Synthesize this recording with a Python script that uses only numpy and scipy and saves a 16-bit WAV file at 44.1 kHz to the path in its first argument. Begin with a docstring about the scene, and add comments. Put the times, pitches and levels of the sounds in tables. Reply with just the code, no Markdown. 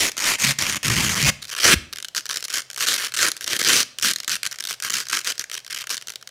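"""Over the faint hum of a small workshop, a paper sanding disc is peeled off a hook-and-loop pad.
It starts with quick rips: each hook that lets go snaps and rings the paper, fast pulls blur the
snaps into noise, and the loose flap shakes and swings. At 1.36 s the pad is turned to face the
microphone and its tone changes. Slow tugs follow, with single snaps standing out, until the last
fades near 6.3 s. Throughout, the room answers with a short tail."""
import sys
import numpy as np
from scipy import signal
from scipy.fft import rfft, irfft, next_fast_len
from scipy.io import wavfile
from scipy.ndimage import uniform_filter1d, map_coordinates

SR = 44100
rng = np.random.default_rng(int(sys.argv[2]) if len(sys.argv) > 2 else 0)


def write(x):
    x = np.atleast_2d(x).T
    wavfile.write(sys.argv[1], SR, np.round(np.clip(x, -1, 1) * 32767).astype(np.int16))


N = 277830


def amp(db):
    """Decibel law: amplitude grows tenfold every 20 dB."""
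    return 10 ** (np.asarray(db) / 20)


def unit_rms(x):
    """Normalisation to a mean power of 1."""
    return x / np.sqrt(np.mean(x ** 2) + 1e-20)


def along(points, hz):
    """Interpolation of (frequency_hz, value) points on a logarithmic frequency axis."""
    point_hz, values = np.transpose(points)
    return np.interp(np.log(hz + 1), np.log(point_hz + 1), values)


def wobble(rate_hz):
    """Slow random modulation: a spline through rate_hz random values a second."""
    knots = rng.standard_normal(int(N * rate_hz / SR) + 4)
    return map_coordinates(knots, [np.arange(N) * rate_hz / SR])


def coloured(x, spectrum, modes):
    """Minimum-phase filtering by a spectrum plus resonance peaks, at a mean power gain of 1."""
    size = next_fast_len(N + 8192)
    hz = np.fft.rfftfreq(size, 1 / SR)
    peaks_db = sum(db / (1 + (2 * (hz - centre) / width) ** 2) for centre, width, db in modes)
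    gain = unit_rms(amp(along(spectrum, hz) + peaks_db)) + 1e-5
    cepstrum = irfft(np.log(gain), size)
    cepstrum[1:size // 2] *= 2  # folding onto positive time makes the filter causal
    cepstrum[size // 2 + 1:] = 0
    return irfft(rfft(x, size) * np.exp(rfft(cepstrum)), size)[:N]


# Spectrum of the room's noise floor: frequency_hz, density_db
FLOOR_SPECTRUM = [(25, -20), (120, -8.5), (300, -15), (600, -6), (1000, -16.5), (3000, -15.5), (8000, -22),
                  (16000, -33)]

def room_floor():
    """Stationary broadband noise, in which one narrow resonance is heard as a faint low hum."""
    hum = [(125, 14, 14)]  # centre_hz, width_hz, boost_db
    return amp(-58.5) * unit_rms(coloured(rng.standard_normal(N), FLOOR_SPECTRUM, hum))


# Reverberation time of the workshop: frequency_hz, t60_s
WORKSHOP_DECAY = [(200, 0.55), (1400, 0.43), (4000, 0.45), (12000, 0.26)]

def workshop_reverb(x):
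    """Reverberation: convolution with a diffuse tail in which each frequency decays at its own rate."""
    hz, t, noise = signal.stft(rng.standard_normal(SR // 2), SR, nperseg=256)
    decay = amp(-60 * t / along(WORKSHOP_DECAY, hz)[:, None])
    tail = signal.istft(noise * decay, SR, nperseg=256)[1]
    delayed = np.pad(x, (250, 0))
    return signal.fftconvolve(delayed, tail / np.linalg.norm(tail))[:N]


# Swings of the whole loose flap: start_s, length_s, pitch_hz, peak_db
FLAP_SWINGS = [(.44, 0.1, 138.4, -25.5), (.86, 0.096, 118.6, -24), (1.22, 0.059, 146, -18),
               (1.752, 0.037, 72.4, -21)]

def flap_swings():
    """Free vibration: the flap swings for a few cycles, a low tone under a half-sine envelope."""
    out = np.zeros(N)
    for start_s, length_s, pitch_hz, peak_db in FLAP_SWINGS:
        t = np.arange(int(length_s * SR)) / SR
        envelope = amp(peak_db) * np.sin(np.pi * t / length_s)
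        out[int(start_s * SR):][:len(t)] -= envelope * np.sin(2 * np.pi * pitch_hz * t)
    return out


# The freed part of the disc, which flaps lower as it grows: time_s, relative_level_db, resonance_hz
FREED_SHEET = [(0.0, -12, 360), (0.32, -17.5, 270), (0.47, -16, 148), (0.75, -9, 166), (0.9, -3.5, 154),
               (1.28, -7.5, 130), (1.34, -25, 95), (1.42, -26, 105), (1.55, -20, 400), (1.65, -15, 433),
               (1.72, -15, 256), (1.78, -6, 94), (1.84, -24, 120), (2.0, -23, 304), (2.6, -21.5, 380),
               (3.25, -19.5, 350), (3.55, -13, 360), (3.8, -21, 265), (4.1, -20.5, 210), (4.4, -24.5, 167),
               (4.95, -22, 215.4), (5.25, -22.5, 340), (6.3, -23, 178)]

def flap_shake(rip):
    """Forced vibration: jerky pulls drive the paper's wandering bending mode over a low push of air."""
    time_s, level_db, resonance_hz = np.transpose(FREED_SHEET)
    force = np.abs(uniform_filter1d(rip ** 2, size=300)) + 1e-6
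    jerk = (force / uniform_filter1d(force, size=4000)) ** 0.18  # clumps of hooks jolt the sheet
    hz, t, jolts = signal.stft(rng.standard_normal(N) * jerk, SR, nperseg=2048, noverlap=1536)
    ratio = (hz[:, None] + 1) / np.interp(t, time_s, resonance_hz)
    resonance = 1 / np.sqrt((1 - ratio ** 2) ** 2 + (ratio * 1.01) ** 2)
    bending = resonance * ratio ** 1.52 / (1 + (ratio / 1.99) ** 4)
    air_push = 0.59 * np.exp(-np.log((hz[:, None] + 1) / 105) ** 2 / 0.2)
    gain = np.hypot(bending, air_push)
    gain /= np.sqrt(np.sum(gain ** 2, axis=0))  # same power at every pitch
    shaken = unit_rms(signal.istft(jolts * gain, SR, nperseg=2048, noverlap=1536)[1][:N])
    linger_s, firm_rip_db, flap_db_per_rip_db = 0.01, -18.5, 1.5
    pole = np.exp(-1 / (linger_s * SR))
    drive_power = signal.lfilter([1 - pole], [1, -pole], rip ** 2) / amp(firm_rip_db) ** 2
    level = amp(np.interp(np.arange(N) / SR, time_s, level_db) - 21)
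    return level * np.abs(drive_power) ** (flap_db_per_rip_db / 2) * shaken


def sheet_flexing(x, depth_db):
    """Spectral modulation: as the sheet changes shape, its resonances swell and fade at random."""
    spectra = signal.stft(x, nperseg=128)[2]
    field = uniform_filter1d(rng.standard_normal(spectra.shape), size=2, axis=0)  # smooth over pitch
    field = uniform_filter1d(field, size=40, axis=1)  # and over time
    return signal.istft(spectra * amp(depth_db * unit_rms(field)), nperseg=128)[1][:N]


def fibre_rattle(kicks, spike_gain, rise_s, lowpass_hz, t60_s=0.014):
    """Impulse excitation: each kick starts a damped rattle of fibres, with a spike just after onset."""
    t = np.arange(SR // 20) / SR
    envelope = amp(-60 * t / t60_s) * (1 - np.exp(-t / rise_s))
    power = signal.fftconvolve(kicks ** 2, envelope ** 2)[:N]  # overlapping rattles add in power
    noise = np.sqrt(np.abs(power)) * rng.standard_normal(N)
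    pole = np.exp(-2 * np.pi * lowpass_hz / SR)
    rattle = signal.lfilter([1 - pole], [1, -pole], noise)
    return rattle + spike_gain * np.pad(kicks, (SR // 3000, 0))[:N]


# Spectrum of a hook's bright tick: frequency_hz, density_db
TICK_SPECTRUM = [(1410, -58.5), (2400, -19), (3060, -19), (3540, -3.5), (5810, 0.5), (7720, -4), (9010, -5),
                 (15200, -13.5), (16000, -30), (16700, -39)]
# Ring of the freed paper, with the pad side-on and facing: frequency_hz, density_db
RING_SIDE = [(240, -19), (400, -11), (552, -9.5), (802, -10), (1040, -5), (1710, -1), (1880, 1.5),
             (3200, -2), (4160, -34), (7040, -120)]
RING_FRONT = [(240, -36), (400, -11), (868, -17.5), (1090, -6), (1570, 3), (2110, -0.5), (3200, -2.5),
              (4160, -35.5), (7040, -120)]
# Cavity modes of the holed pad, side-on and facing: centre_hz, width_hz, boost_db
CAVITY_SIDE = [(2290, 470, 2), (3130, 470, 2.5), (6650, 910, 3)]
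CAVITY_FRONT = [(1560, 220, 1), (3093, 590, 6), (4350, 610, 1.5), (5640, 1360, 1.5)]

def pad_radiation(tick, ring, turn_s=1.36):
    """Directivity: tick and ring change colour when the pad turns from side-on to facing."""
    side_on = np.arange(N) < turn_s * SR
    return (coloured(tick * side_on, TICK_SPECTRUM, CAVITY_SIDE)
            + coloured(ring * side_on, RING_SIDE, CAVITY_SIDE)
            + coloured(tick * ~side_on, TICK_SPECTRUM, CAVITY_FRONT)
            + coloured(ring * ~side_on, RING_FRONT, CAVITY_FRONT))


# Tugs on the disc: start_s, swell_s, hold_s, ease_s, pull_db, start_below_pull_db, ring_over_tick_db
DISC_TUGS = [(0.0, 0.0063, 0.073, 0.018, -19, -1, -2.5), (0.176, 0.12, 0.041, .025, -18.5, 8, -0.5),
             (0.381, 0.04, 0.089, 0.031, -18, 17, 0), (0.585, 0.0039, 0.18, 0.0093, -25.5, -1, 0.5),
             (0.827, 0.015, 0.41, 0.028, -21.5, 17, 1), (1.232, .05, 0.013, .008, -15.5, 7.5, 2),
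             (1.41, 0.0065, 0.078, .01, -35, 2, -6), (1.51, 0.091, 0.042, .01, -25.5, 7.5, 0.5),
             (1.606, 0.053, 0.076, .011, -12, 12, 0), (2.154, 0.025, 0.012, 0.012, -24.5, 8, -7.5),
             (2.281, 0.0069, 0.077, 0.038, -30, 11, -1.5), (2.433, 0.0054, .015, .01, -27, 4, -9),
             (2.492, 0.054, 0.031, 0.028, -24.5, 10.5, -2.5), (2.78, .035, 0.034, 0.0074, -21, 13, -4),
             (2.862, 0.014, 0.06, 0.048, -20.5, 11, -3.5), (2.96, 0.012, 0.092, 0.031, -26, -9, -1.5),
             (3.14, 0.088, 0.033, 0.043, -16.5, 14.5, -3), (3.408, .01, 0.015, 0.0062, -34, 4, -3.5),
             (3.462, .06, .045, .008, -23.5, 7, -1.5), (3.591, 0.019, 0.028, .01, -24, -4, -4),
             (3.647, .045, 0.12, .016, -15.5, 7.5, -2.5), (4.02, .02, 0.059, 0.024, -17, 11, -2.5),
             (4.281, 0.051, 0.017, 0.02, -23, 8, -3.5), (4.441, 0.0038, 0.015, 0.0056, -34, 6, 2.5),
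             (4.512, 0.0073, 0.011, 0.019, -34, 4, 0), (4.6, 0.0031, 0.0049, 0.0071, -25, 4, -4.5),
             (4.657, 0.05, 0.034, .01, -28.5, 8.5, -4.5), (4.823, 0.014, 0.063, 0.014, -28.5, 3.5, -0.5),
             (4.915, .015, 0.079, 0.034, -24.5, 8.5, -2.5), (5.095, 0.036, 0.058, 0.034, -23.5, 7.5, -2.5),
             (5.235, 0.037, 0.026, 0.027, -22.5, 14, -2.5), (5.403, 0.011, .02, .008, -33.5, -6.5, -2.5),
             (5.507, 0.036, 0.019, 0.043, -31, -3, -4), (5.7, 0.048, 0.079, 0.014, -35.5, 0, 0.5),
             (5.9, 0.0043, 0.039, 0.014, -24.5, 4, -5.5)]

def tug_envelopes():
    """Amplitude envelopes: pull strength and relative paper ring in dB; the strongest tug prevails."""
    sag_db, end_drop_db = 1.5, 12  # the hold sags as fewer hooks are left, then the tug eases off
    ring_growth_db = 1  # the paper rings more as more of it hangs free
    t = np.arange(N) / SR
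    pull_db, ring_db = np.full(N, -120.), np.zeros(N)
    for start_s, swell_s, hold_s, ease_s, level_db, below_db, ring_over_db in DISC_TUGS:
        corners_s = start_s + np.cumsum([0, swell_s, hold_s, ease_s])
        tug_db = level_db - np.interp(t, corners_s, [below_db, 0, sag_db, end_drop_db])
        active = (t >= start_s) & (t < corners_s[-1]) & (tug_db > pull_db)
        progress = (t[active] - start_s) / (corners_s[-1] - start_s)
        pull_db[active] = tug_db[active]
        ring_db[active] = ring_over_db + ring_growth_db * (progress - .5)
    return pull_db, ring_db


# The clearest single hooks letting go: time_s, relative_level_db
SINGLE_SNAPS = [(0.1176, -14), (0.1684, -14), (0.179, -10), (0.399, -8), (0.5886, -5), (0.6225, -3),
                (0.6968, -8), (0.7243, -8), (0.7672, -10), (0.8305, -10), (0.8814, -5), (1.2266, -4),
                (1.2904, -4), (1.4262, -18), (1.4934, -19), (1.5, -16), (1.7424, -5), (1.9275, -14),
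                (1.9334, -14), (1.9589, -15), (1.9704, -20), (1.9844, -14), (2.0014, -18), (2.0258, -14),
                (2.0462, -13), (2.0514, -19), (2.0842, -16), (2.1485, -11), (2.1665, -9), (2.1789, -9),
                (2.2074, -20), (2.2558, -15), (2.2644, -18), (2.2917, -14), (2.3111, -9), (2.3595, -11),
                (2.371, -7), (2.4059, -17), (2.4254, -14), (2.4514, -13), (2.4823, -15), (2.5012, -12),
                (2.5401, -6), (2.604, -17), (2.6194, -19), (2.7013, -17), (2.7124, -22), (2.7312, -19),
                (2.7444, -20), (2.7616, -13), (2.7756, -13), (2.8065, -7), (2.8244, -6), (2.8689, -8),
                (2.8853, -2), (2.9414, -6), (3.014, -12), (3.047, -8), (3.1208, -18), (3.1393, -11),
                (3.1454, -11), (3.1672, -13), (3.1892, -7), (3.2286, -2), (3.2844, -3), (3.3169, -6),
                (3.3667, -14), (3.3754, -21), (3.4092, -12), (3.4426, -9), (3.477, -7), (3.5314, -5),
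                (3.5643, -7), (3.5907, -9), (3.6142, -5), (3.6476, -5), (3.686, -2), (3.7324, 0),
                (3.7648, 0), (3.8044, -1), (3.8294, -7), (3.9858, -9), (3.9974, -15), (4.0124, -16),
                (4.0248, -6), (4.0464, -3), (4.1114, -3), (4.135, -7), (4.1604, -8), (4.1844, -18),
                (4.2018, -11), (4.2328, -18), (4.2453, -17), (4.2782, -5), (4.2944, -7), (4.3171, -6),
                (4.3544, -10), (4.3654, -14), (4.4313, -6), (4.4528, -8), (4.4638, -6), (4.4714, -9),
                (4.5126, -17), (4.5261, -14), (4.5585, -22), (4.5865, -15), (4.6054, -9), (4.6249, -18),
                (4.6389, -12), (4.6518, -11), (4.6718, -11), (4.6952, -12), (4.7087, -9), (4.801, -16),
                (4.8239, -11), (4.8364, -11), (4.9033, -7), (4.9387, -6), (4.9671, -10), (5.002, -9),
                (5.0544, -24), (5.0684, -19), (5.0853, -14), (5.0998, -13), (5.1307, -7), (5.1704, -9),
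                (5.246, -12), (5.2724, -6), (5.3024, -9), (5.3214, -14), (5.3542, -25), (5.3797, -16),
                (5.3946, -7), (5.4405, -17), (5.4979, -19), (5.5149, -15), (5.5423, -13), (5.5772, -15),
                (5.6471, -24), (5.6645, -20), (5.678, -22), (5.7084, -14), (5.7274, -12), (5.7468, -11),
                (5.7754, -15), (5.7872, -15), (5.8092, -15), (5.8174, -15), (5.8401, -19), (5.8706, -13),
                (5.894, -13), (5.903, -9), (5.9114, -11), (5.9254, -12), (5.9688, -15), (5.9778, -14),
                (6.0124, -24), (6.0232, -21), (6.0716, -16), (6.0831, -14), (6.0944, -17), (6.102, -13),
                (6.1205, -20), (6.1364, -24), (6.1574, -14), (6.2123, -30), (6.2262, -24), (6.2741, -19),
                (6.2904, -28)]

def hook_rip():
    """Shot noise: hooks let go at random, faster under a harder pull, and single snaps stand out."""
    pull_db, ring_db = tug_envelopes()
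    hooks_per_s = np.clip(800 * amp(1.1 * (pull_db + 24)), 260, 5000)
    hooks_per_s *= amp(5 * wobble(rate_hz=60))  # hooks fail in clumps
    released = rng.random(N) < hooks_per_s / SR
    strength = amp(4.06 * np.clip(np.abs(rng.standard_normal(N)), 0, 2.4))
    ring_scatter = rng.standard_normal(N)
    kicks = released * strength * amp(pull_db + 6)  # every release moves the air the same way
    kicks /= np.sqrt(hooks_per_s / 100)  # many hooks share the same energy
    ring_kicks = kicks * amp(ring_db + 0.95 * ring_scatter)
    snap_s, snap_db = np.transpose(SINGLE_SNAPS)
    at = np.round(snap_s * SR).astype(int)
    kicks[at] += amp(snap_db - 6.5)
    ring_kicks[at] += amp(snap_db - 11.5 + 2.4 * ring_scatter[at])
    tick = fibre_rattle(kicks, spike_gain=3.16, rise_s=0.00029, lowpass_hz=6800)
    ring = fibre_rattle(ring_kicks, spike_gain=2.42, rise_s=0.00068, lowpass_hz=7750)
    return sheet_flexing(pad_radiation(tick, ring), depth_db=2.0)


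def scene():
    """Superposition of the room's floor, its reverberation and the direct peel, in one channel."""
    rip = hook_rip()
    peel = rip + flap_shake(rip) + flap_swings()
    return (room_floor() + amp(-19.0) * workshop_reverb(peel) + peel)[None]


def record(dry):
    """Soft saturation and band limiting: peaks round off near full scale and the top treble fades."""
    ceiling, top_hz, fade_hz = 0.9, 16850, 900
    rounded = dry / (1 + np.abs(dry / ceiling) ** 6) ** (1 / 6)
    size = next_fast_len(N + 8192)
    lowpass = np.clip((top_hz - np.fft.rfftfreq(size, 1 / SR)) / fade_hz, 0, 1) ** 2
    return irfft(rfft(rounded, size) * lowpass, size)[:, :N]


dry = scene()
out = record(dry)
write(out)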